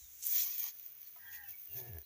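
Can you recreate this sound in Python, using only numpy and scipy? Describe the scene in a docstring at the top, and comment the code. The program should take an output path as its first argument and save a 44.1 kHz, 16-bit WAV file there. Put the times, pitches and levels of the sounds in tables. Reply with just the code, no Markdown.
"""A bull grunts softly in an outdoor cattle yard, then feet scuff through sand and dry straw nearby.
Cattle further off give a thin, rattling call, and the bull answers the ear with a short low moo.
Straw snaps, small birds chirp faintly, and the microphone is very bright at the top.
Voices are pulses and breath ringing a throat, or plain low tones; sand, straw and air are shaped noise;
birds and a bamboo knock are sines. Near sounds are almost dry, far ones carry more of the yard."""
import sys
import numpy as np
from scipy import signal
from scipy.fft import rfft, irfft
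from scipy.io import wavfile
from scipy.ndimage import uniform_filter1d

SR = 44100
rng = np.random.default_rng(int(sys.argv[2]) if len(sys.argv) > 2 else 0)


def master(y):
    """Save y as 16-bit WAV."""
    cut = np.clip(np.atleast_2d(y).T, -1, 1)
    pcm = np.round(cut * 32767)  # scale
    wavfile.write(sys.argv[1], SR, pcm.astype(np.int16))


N = 90404
T = np.arange(N) / SR  # time [s]

# spectrum of snapping straw: (frequency [Hz], relative level [dB])
SNAP_SPECTRUM = [(100, -57), (700, -44), (2000, -15), (5000, -16.5), (6500, -7), (8300, -26), (11000, -9.5),
                 (13500, 8), (15200, 13), (16000, -3), (17000, -79)]
SNAP_DECAY_S = .0011


def amp(db):
    """Decibels to gain."""
    return 10 ** (np.asarray(db) / 20)


def unit(x):
    """Scales to rms 1."""
    return x / np.sqrt(np.mean(x ** 2) + 1e-20)


def colour(x, points):
    """Filters by a spectrum of (frequency [Hz], level [dB]) points, joined along log frequency."""
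    hz, db = np.transpose(points)
    padded = 2 * len(x)
    f = np.fft.rfftfreq(padded, 1 / SR)
    gain = amp(np.interp(np.log(f + 1), np.log(hz + 1), db))
    return irfft(rfft(x, padded) * gain)[:len(x)]


def wander(size):
    """Smooth random curve of rms 1; size [samples] sets how slowly it moves."""
    once = uniform_filter1d(rng.standard_normal(N), size)
    return unit(uniform_filter1d(once, size))


def level(s, db):
    """Gain along a dB curve, silent outside it, with its steps smoothed."""
    inside = (T >= s[0]) * (T <= s[-1])
    return uniform_filter1d(amp(np.interp(T, s, db)) * inside, size=200)


def phase(hz):
    """Running phase [rad] of a pitch curve [Hz]."""
    return 2 * np.pi * np.cumsum(hz) / SR


def bump(middle, half):
    """Bell-shaped swell, down to 1/e at half [s] from its middle [s]."""
    return np.exp(-((T - middle) / half) ** 2)


def resonate(x, hz, width):
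    """A steep resonance that follows a pitch curve: shift to 0 Hz, low-pass twice, shift back."""
    turn = np.exp(1j * phase(hz * np.ones(N)))
    r = np.exp(-np.pi * width / SR)
    smooth = signal.lfilter([(1 - r) ** 2], [1, -2 * r, r * r], x / turn + 1e-18)
    return (turn * smooth).real


def ring(x, modes, factor=1):
    """Sums parallel resonances (frequency [Hz], width [Hz], level [dB]), pitched by a factor."""
    return unit(sum(amp(db) * unit(resonate(x, hz * factor, width)) for hz, width, db in modes))


def voice(turns, throat, rough, mouth=1):
    """Fold pulses and a puff of air in each cycle ring the throat."""
    folds = np.diff(np.floor(turns), prepend=0)
    puffs = np.exp(-2 * (turns % 1)) * rng.standard_normal(N)
    drive = (1 - rough) * unit(folds) + rough * unit(puffs)
    return ring(drive, throat, mouth)


def grit():
    """Dense grains of uneven size over a smooth hiss, in shifting patches of colour."""
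    grains_per_s, spread_db, smooth_share, patchy_db = 3600, 2, 0.44, 1.2
    sizes = amp(spread_db * np.minimum(rng.exponential(1, N), 4)) * rng.choice([-1, 1], N)
    grains = unit(sizes * (rng.random(N) < grains_per_s / SR))
    mix = (1 - smooth_share) * grains + smooth_share * rng.standard_normal(N)
    z = signal.stft(mix, nperseg=512)[2]
    patches = uniform_filter1d(rng.standard_normal(z.shape), size=4, axis=0)  # across frequency
    patches = unit(uniform_filter1d(patches, size=12, axis=1))  # along time
    return signal.istft(z * amp(patchy_db * patches), nperseg=512)[1][:N]


def yard(x):
    """A short scatter from the ground, fence and straw stacks: sparse, decaying random echoes."""
    t60_s, first_echo_s = 0.22, .006
    t = T[:SR // 2]
    sparse = (rng.random(len(t)) < .05) * (t > first_echo_s)
    taps = rng.standard_normal(len(t)) * sparse * amp(-60 * t / t60_s)
    return signal.fftconvolve(x, taps / np.linalg.norm(taps))[:N]


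def yard_air():
    """Smooth noise of the open yard, shaped by a spectrum and a slow level curve."""
    air_db = -49
    # spectrum of the air: (frequency [Hz], relative level [dB])
    air_spectrum = [(15, -53), (25, -25), (43, -22), (98, -18), (203, -22.5), (252, -29.5), (304, -26),
                    (967, -28), (1790, -22.5), (2220, -19.5), (4850, -24.5), (6180, -17), (8080, -31),
                    (8760, -31.5), (11800, -12.5), (13500, -14), (15400, 3.5)]
    # course of the air: (time [s], level relative to air_db [dB])
    air_curve = [(0, 1), (.2, 4), (.7, 5), (2.001, 4), (2.06, -1)]
    air = unit(colour(rng.standard_normal(N), air_spectrum))
    return amp(air_db) * level(*np.transpose(air_curve)) * air


def cloth():
    """The hiss of cloth sliding early on: fine grit through a bright spectrum."""
    # course of the slide: (time [s], level [dB])
    cloth_curve = [(0, -59.5), (.08, -63.5), (.17, -61.5), (0.217, -57), (0.229, -44.5), (0.271, -45.5),
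                   (.33, -47.5), (0.449, -45)]
    # spectrum of the cloth: (frequency [Hz], relative level [dB])
    cloth_spectrum = [(100, -50), (1200, -31), (2000, -17.5), (5000, -10.5), (6200, 4), (7300, 0.5),
                      (8300, -7.5), (12000, -6.5), (16000, -17)]
    return level(*np.transpose(cloth_curve)) * unit(colour(grit(), cloth_spectrum))


def birds():
    """Short, wavering, nearly pure glides."""
    waver = .012  # share of the pitch
    # chirps: (middle [s], half length [s], pitch at the middle [Hz], glide [Hz/s], level [dB])
    chirps = [(0.038, 0.053, 3820, -7000, -73), (1.068, 0.019, 4360, -4000, -71.5),
              (1.282, 0.018, 3250, 495.5, -63), (1.44, 0.0054, 2970, -3000, -66),
              (1.482, 0.032, 2648, -1200, -66.5), (1.543, 0.011, 2244, -3.5, -60),
              (1.716, 0.03, 2774, -2000, -66), (1.883, 0.004, 2740, -12, -65.5),
              (2.048, .014, 4090, 1000, -65.5)]
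    out = np.zeros(N)
    for s, half, hz, glide, db in chirps:
        pitch = (hz + glide * (T - s)) * (1 + waver * wander(size=100))
        out += amp(db) * bump(s, half) * np.sqrt(2) * np.sin(phase(pitch))
    return out


def knock():
    """A bamboo rail is bumped softly and its modes ring briefly."""
    start_s, rise_s, knock_db = 1.16, 0.0016, -61
    # modes of the bamboo: (frequency [Hz], level relative to knock_db [dB], t60 [s])
    modes = [(706, 2, 0.039), (988, -1, 0.094), (1250, 1.5, 0.045), (2090, -1.5, .04)]
    t = np.maximum(T - start_s, 0)
    tones = sum(amp(knock_db + db - 60 * t / t60) * np.sin(2 * np.pi * hz * t) for hz, db, t60 in modes)
    return np.minimum(t / rise_s, 1) * tones


def far_call():
    """Uneven rattling pulses through a nasal throat, with a weak chest tone and a thin falling line."""
    rough, jitter, chest_db = 0.24, .09, -16  # breath share, pitch share, level relative to the call
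    # the call: (time [s], pulse rate [Hz], level [dB], mouth opening [factor on the resonances])
    call_curve = [(1.179, 79.7, -76, 1), (1.23, 92.25, -61, 0.99), (1.279, 100, -59.5, 0.97),
                  (1.33, 72.2, -59.5, 1), (1.398, 75.26, -60, 1.0), (1.469, 71.34, -63, 0.96),
                  (1.508, 67.5, -86.5, 0.82), (1.54, 71.6, -105, .95)]
    # the far throat: (frequency [Hz], width [Hz], relative level [dB])
    throat = [(907, 116, -14), (1636, 110, -2.5), (1853, 50, 2), (1946, 43, -1.5)]
    # the thin clear line: (time [s], pitch [Hz], level [dB])
    line_curve = [(1.241, 955.5, -71.5), (1.301, 935, -88.5), (1.361, 907.4, -81), (1.401, 854, -77),
                  (1.441, 807, -68), (1.474, 750, -76.5), (1.495, 760, -87)]
    s, hz, db, mouth = np.transpose(call_curve)
    turns = np.cumsum(np.interp(T, s, hz) * (1 + jitter * wander(size=250))) / SR
    chest = np.sin(2 * np.pi * turns) + .5 * np.sin(4 * np.pi * turns)
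    nasal = voice(turns, throat, rough, np.interp(T, s, mouth))
    rattle = (nasal + amp(chest_db) * chest) * level(s, db)
    s, hz, db = np.transpose(line_curve)
    line = unit(np.sin(phase(np.interp(T, s, hz))))
    return rattle + level(s, db) * line


def rasp():
    """The far call turns hoarse where it is pushed hardest: a brief band of noise."""
    middle_s, half_s, rasp_db = 1.338, 0.012, -61.5
    band = unit(resonate(rng.standard_normal(N), hz=2610, width=570))
    return amp(rasp_db) * bump(middle_s, half_s) * band


def crackle():
    """Many tiny snaps in trodden straw: random ticks of uneven size, each a decaying noise burst."""
    ticks_per_s, spread_db = 320, 4
    # course of the crackle: (time [s], level [dB])
    crackle_curve = [(0.199, -53.5), (.35, -45.5), (.7, -57.5), (.8, -59), (1.3, -60), (1.8, -53.5),
                     (2.04, -72)]
    sizes = amp(spread_db * np.minimum(rng.exponential(1, N), 3))
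    ticks = sizes * (rng.random(N) < ticks_per_s / SR)
    decay = np.exp(-1 / (SNAP_DECAY_S * SR))
    bursts = signal.lfilter([1], [1, -decay], ticks) * rng.standard_normal(N)
    return level(*np.transpose(crackle_curve)) * unit(colour(bursts, SNAP_SPECTRUM))


def snaps():
    """Dry stalks break in bursts about a millisecond long; thick ones ring lower."""
    rise_s = .0005
    # breaks: (time [s], peak level [dB], share of the thick stalk's ring [0-1])
    breaks = [(.268, -17, .7), (.2745, -26, .4), (.2845, -25, 0), (.315, -23, 0), (.581, -28, 0),
              (.6415, -24, 0), (.679, -30, 0), (.797, -36, 0), (.8625, -31, .1), (.927, -42, 0),
              (1.0165, -33, 0), (1.03, -38, 0), (1.072, -37, 0), (1.7685, -32, 0), (1.9335, -35, 0),
              (1.985, -30, 0), (2.0168, -36, 0)]
    # ring of a thick stalk: (frequency [Hz], relative level [dB])
    stalk_spectrum = [(100, -76), (4000, -31), (7500, -15), (9000, -11), (11000, 0.5), (12500, -4),
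                      (16000, -20), (17000, -46)]
    out, t = np.zeros(N), T[:1024]
    for s, db, share in breaks:
        crack = rng.standard_normal(len(t)) * np.minimum(t / rise_s, 1) * np.exp(-t / SNAP_DECAY_S)
        thin, thick = unit(colour(crack, SNAP_SPECTRUM)), unit(colour(crack, stalk_spectrum))
        burst = (1 - share) * thin + share * thick
        part = out[round(s * SR):][:len(t)]  # a view, cut at the end of the scene
        part += (amp(db) * burst / abs(burst).max())[:len(part)]
    return out


def crunches():
    """Weight presses grit into the ground, whose resonances color the grains."""
    half_s = 0.028
    # presses: (time [s], level [dB])
    presses = [(0.386, -72), (0.476, -65.5), (0.658, -65.5)]
    # resonances of the ground: (frequency [Hz], width [Hz], relative level [dB])
    ground = [(850, 130, 3.5), (1100, 120, 7)]
    return ring(grit(), ground) * sum(amp(db) * bump(s, half_s) for s, db in presses)


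def scuffs():
    """Each scuff swells and fades, with a sandy fizz above a lower, partly hollow scrape."""
    clump_db, hollow_db, hollow_drift = 1.51, -1, 0.046  # drift is a share of the frequency
    # scuffs: (peak [s], rise [s], fall [s], sand fizz level [dB], scrape level [dB])
    strokes = [(.275, 0.029, 0.06, -33, -59.5), (0.352, 0.06, 0.054, -27.5, -47),
               (.405, 0.062, 0.041, -26.5, -42), (.48, 0.077, 0.15, -33, -49.5),
               (0.602, 0.026, 0.033, -32.5, -54), (0.644, 0.041, 0.03, -33, -48.5),
               (.685, 0.037, 0.026, -39, -50.5), (0.829, 0.11, 0.081, -50, -67),
               (1.05, 0.045, 0.074, -54, -68.5), (1.352, 0.044, 0.03, -43, -58.5),
               (1.498, 0.025, 0.037, -41, -62), (1.62, 0.056, 0.039, -46.5, -73),
               (1.73, .025, 0.037, -40, -67), (1.782, .025, 0.032, -35, -54.5),
               (1.88, 0.14, 0.026, -47, -68.5)]
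    # spectra of fizz and scrape: (frequency [Hz], relative level [dB])
    fizz_spectrum = [(1000, -76), (5000, -54), (8500, -36.5), (10000, -29), (12000, -15), (13700, -14.5),
                     (14500, -3), (15000, -5), (15500, -5.5)]
    scrape_spectrum = [(300, -56), (600, -33), (950, -25), (1400, -17.5), (2100, -5.5), (3000, -7),
                       (4000, 0), (5000, 0), (6200, 5), (7000, 4.5), (7800, -22), (11000, -24),
                       (16000, -38)]
    # hollow resonances of the scrape: (frequency [Hz], width [Hz], relative level [dB])
    hollows = [(1075, 188, -13.5), (1865, 200, -5.5), (2344, 210, -0.5), (3422, 260, 1.5), (4450, 510, -2),
               (6260, 500, 10)]
    fizz_power, scrape_power = np.zeros((2, N))
    for peak, rise, fall, fizz_db, scrape_db in strokes:
        power = bump(peak, np.where(T < peak, rise, fall)) ** 2
        fizz_power += power * amp(fizz_db) ** 2
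        scrape_power += power * amp(scrape_db) ** 2
    clumps = amp(clump_db * wander(size=220))
    drive = grit()
    hollow = 0
    for hz, width, db in hollows:
        drifting_hz = hz * (1 + hollow_drift * wander(size=2000))
        hollow = hollow + amp(db) * unit(resonate(drive, drifting_hz, width))
    fizz = unit(colour(clumps * grit(), fizz_spectrum))
    scrape = unit(colour(clumps * grit(), scrape_spectrum))
    scrape = unit(scrape + amp(hollow_db) * unit(hollow))
    return np.sqrt(fizz_power) * fizz + np.sqrt(scrape_power) * scrape


def grunts():
    """Low tones with the bull's mouth shut, sagging in pitch and fading."""
    rise_s, fade_db, sag = 0.0048, -5.5, 0.068  # fade and sag (share of pitch) over the length
    # grunts: (start [s], length [s], starting pitch [Hz], starting level [dB])
    shut_grunts = [(0.016, 0.049, 66.6, -62.5), (0.077, 0.16, 71.3, -76), (1.475, 0.062, 92.77, -69.5)]
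    out = np.zeros(N)
    for start, length, hz, db in shut_grunts:
        u = np.clip((T - start) / length, 0, 1)  # progress 0-1
        gate = np.minimum(np.minimum(u, 1 - u) * length / rise_s, 1)
        tone = np.sqrt(2) * np.sin(phase(hz * (1 - sag * u)))
        out += gate * amp(db + fade_db * u) * tone
    return out


def moo():
    """A round chest tone rises and sags; the mouth opens and closes over a rough buzz."""
    rough, jitter, shimmer = .3, .035, 0.24  # breath share, share of pitch, share of chest level
    chest_trim_db, overtone_db = -2, -18.5
    widest_s, closing_s, mouth_range = 1.86, 0.086, 0.042  # range is a share of the resonances
    # the moo: (time [s], pitch [Hz], chest level before the trim [dB], mouth level [dB])
    moo_curve = [(1.681, 88, -84, -80.5), (1.707, 82, -60, -78), (1.734, 89.7, -64.5, -69),
                 (1.761, 119.4, -51.5, -65), (1.793, 128.5, -63.5, -58), (1.825, 122.9, -52.5, -61.5),
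                 (1.858, 121.6, -61, -58.5), (1.895, 117.9, -46.5, -62), (1.925, 96.26, -49, -65.5),
                 (1.945, 81.55, -47, -59.5), (1.974, 79, -47.5, -57.5), (1.997, 71.05, -53.5, -67),
                 (2.032, 63.15, -77, -75)]
    # the bull's throat: (frequency [Hz], width [Hz], relative level [dB])
    throat = [(414, 107, 1.5), (684, 180, -3), (894, 62, -12), (1753, 107, -5), (2240, 410, -12)]
    s, hz, chest_db, mouth_db = np.transpose(moo_curve)
    turns = np.cumsum(np.interp(T, s, hz) * (1 + jitter * wander(size=200))) / SR
    overtone = amp(overtone_db) * np.sin(4 * np.pi * turns)
    chest = unit(np.sin(2 * np.pi * turns) + overtone)
    chest = chest * (1 + shimmer * wander(size=300))
    mouth = 1 - mouth_range * (1 - bump(widest_s, closing_s))
    buzz = voice(turns, throat, rough, mouth)
    return chest * level(s, chest_db + chest_trim_db) + buzz * level(s, mouth_db)


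def scene():
    """Near sounds are almost dry; far ones carry more of the yard."""
    near_yard_db, far_yard_db = -20.5, -3
    far = birds() + knock() + far_call() + rasp()
    near = crackle() + snaps() + crunches() + scuffs() + grunts() + moo()
    scatter = yard(amp(near_yard_db) * near + amp(far_yard_db) * far)
    return (yard_air() + cloth() + far + near + scatter)[None]


def record(dry):
    """The recorder's band limit: a steep low-pass."""
    edge_hz = 15490
    lowpass = signal.firwin(801, edge_hz, window=("kaiser", 8), fs=SR)
    return signal.oaconvolve(dry, lowpass[None], "same")


dry = scene()
out = record(dry)
master(out)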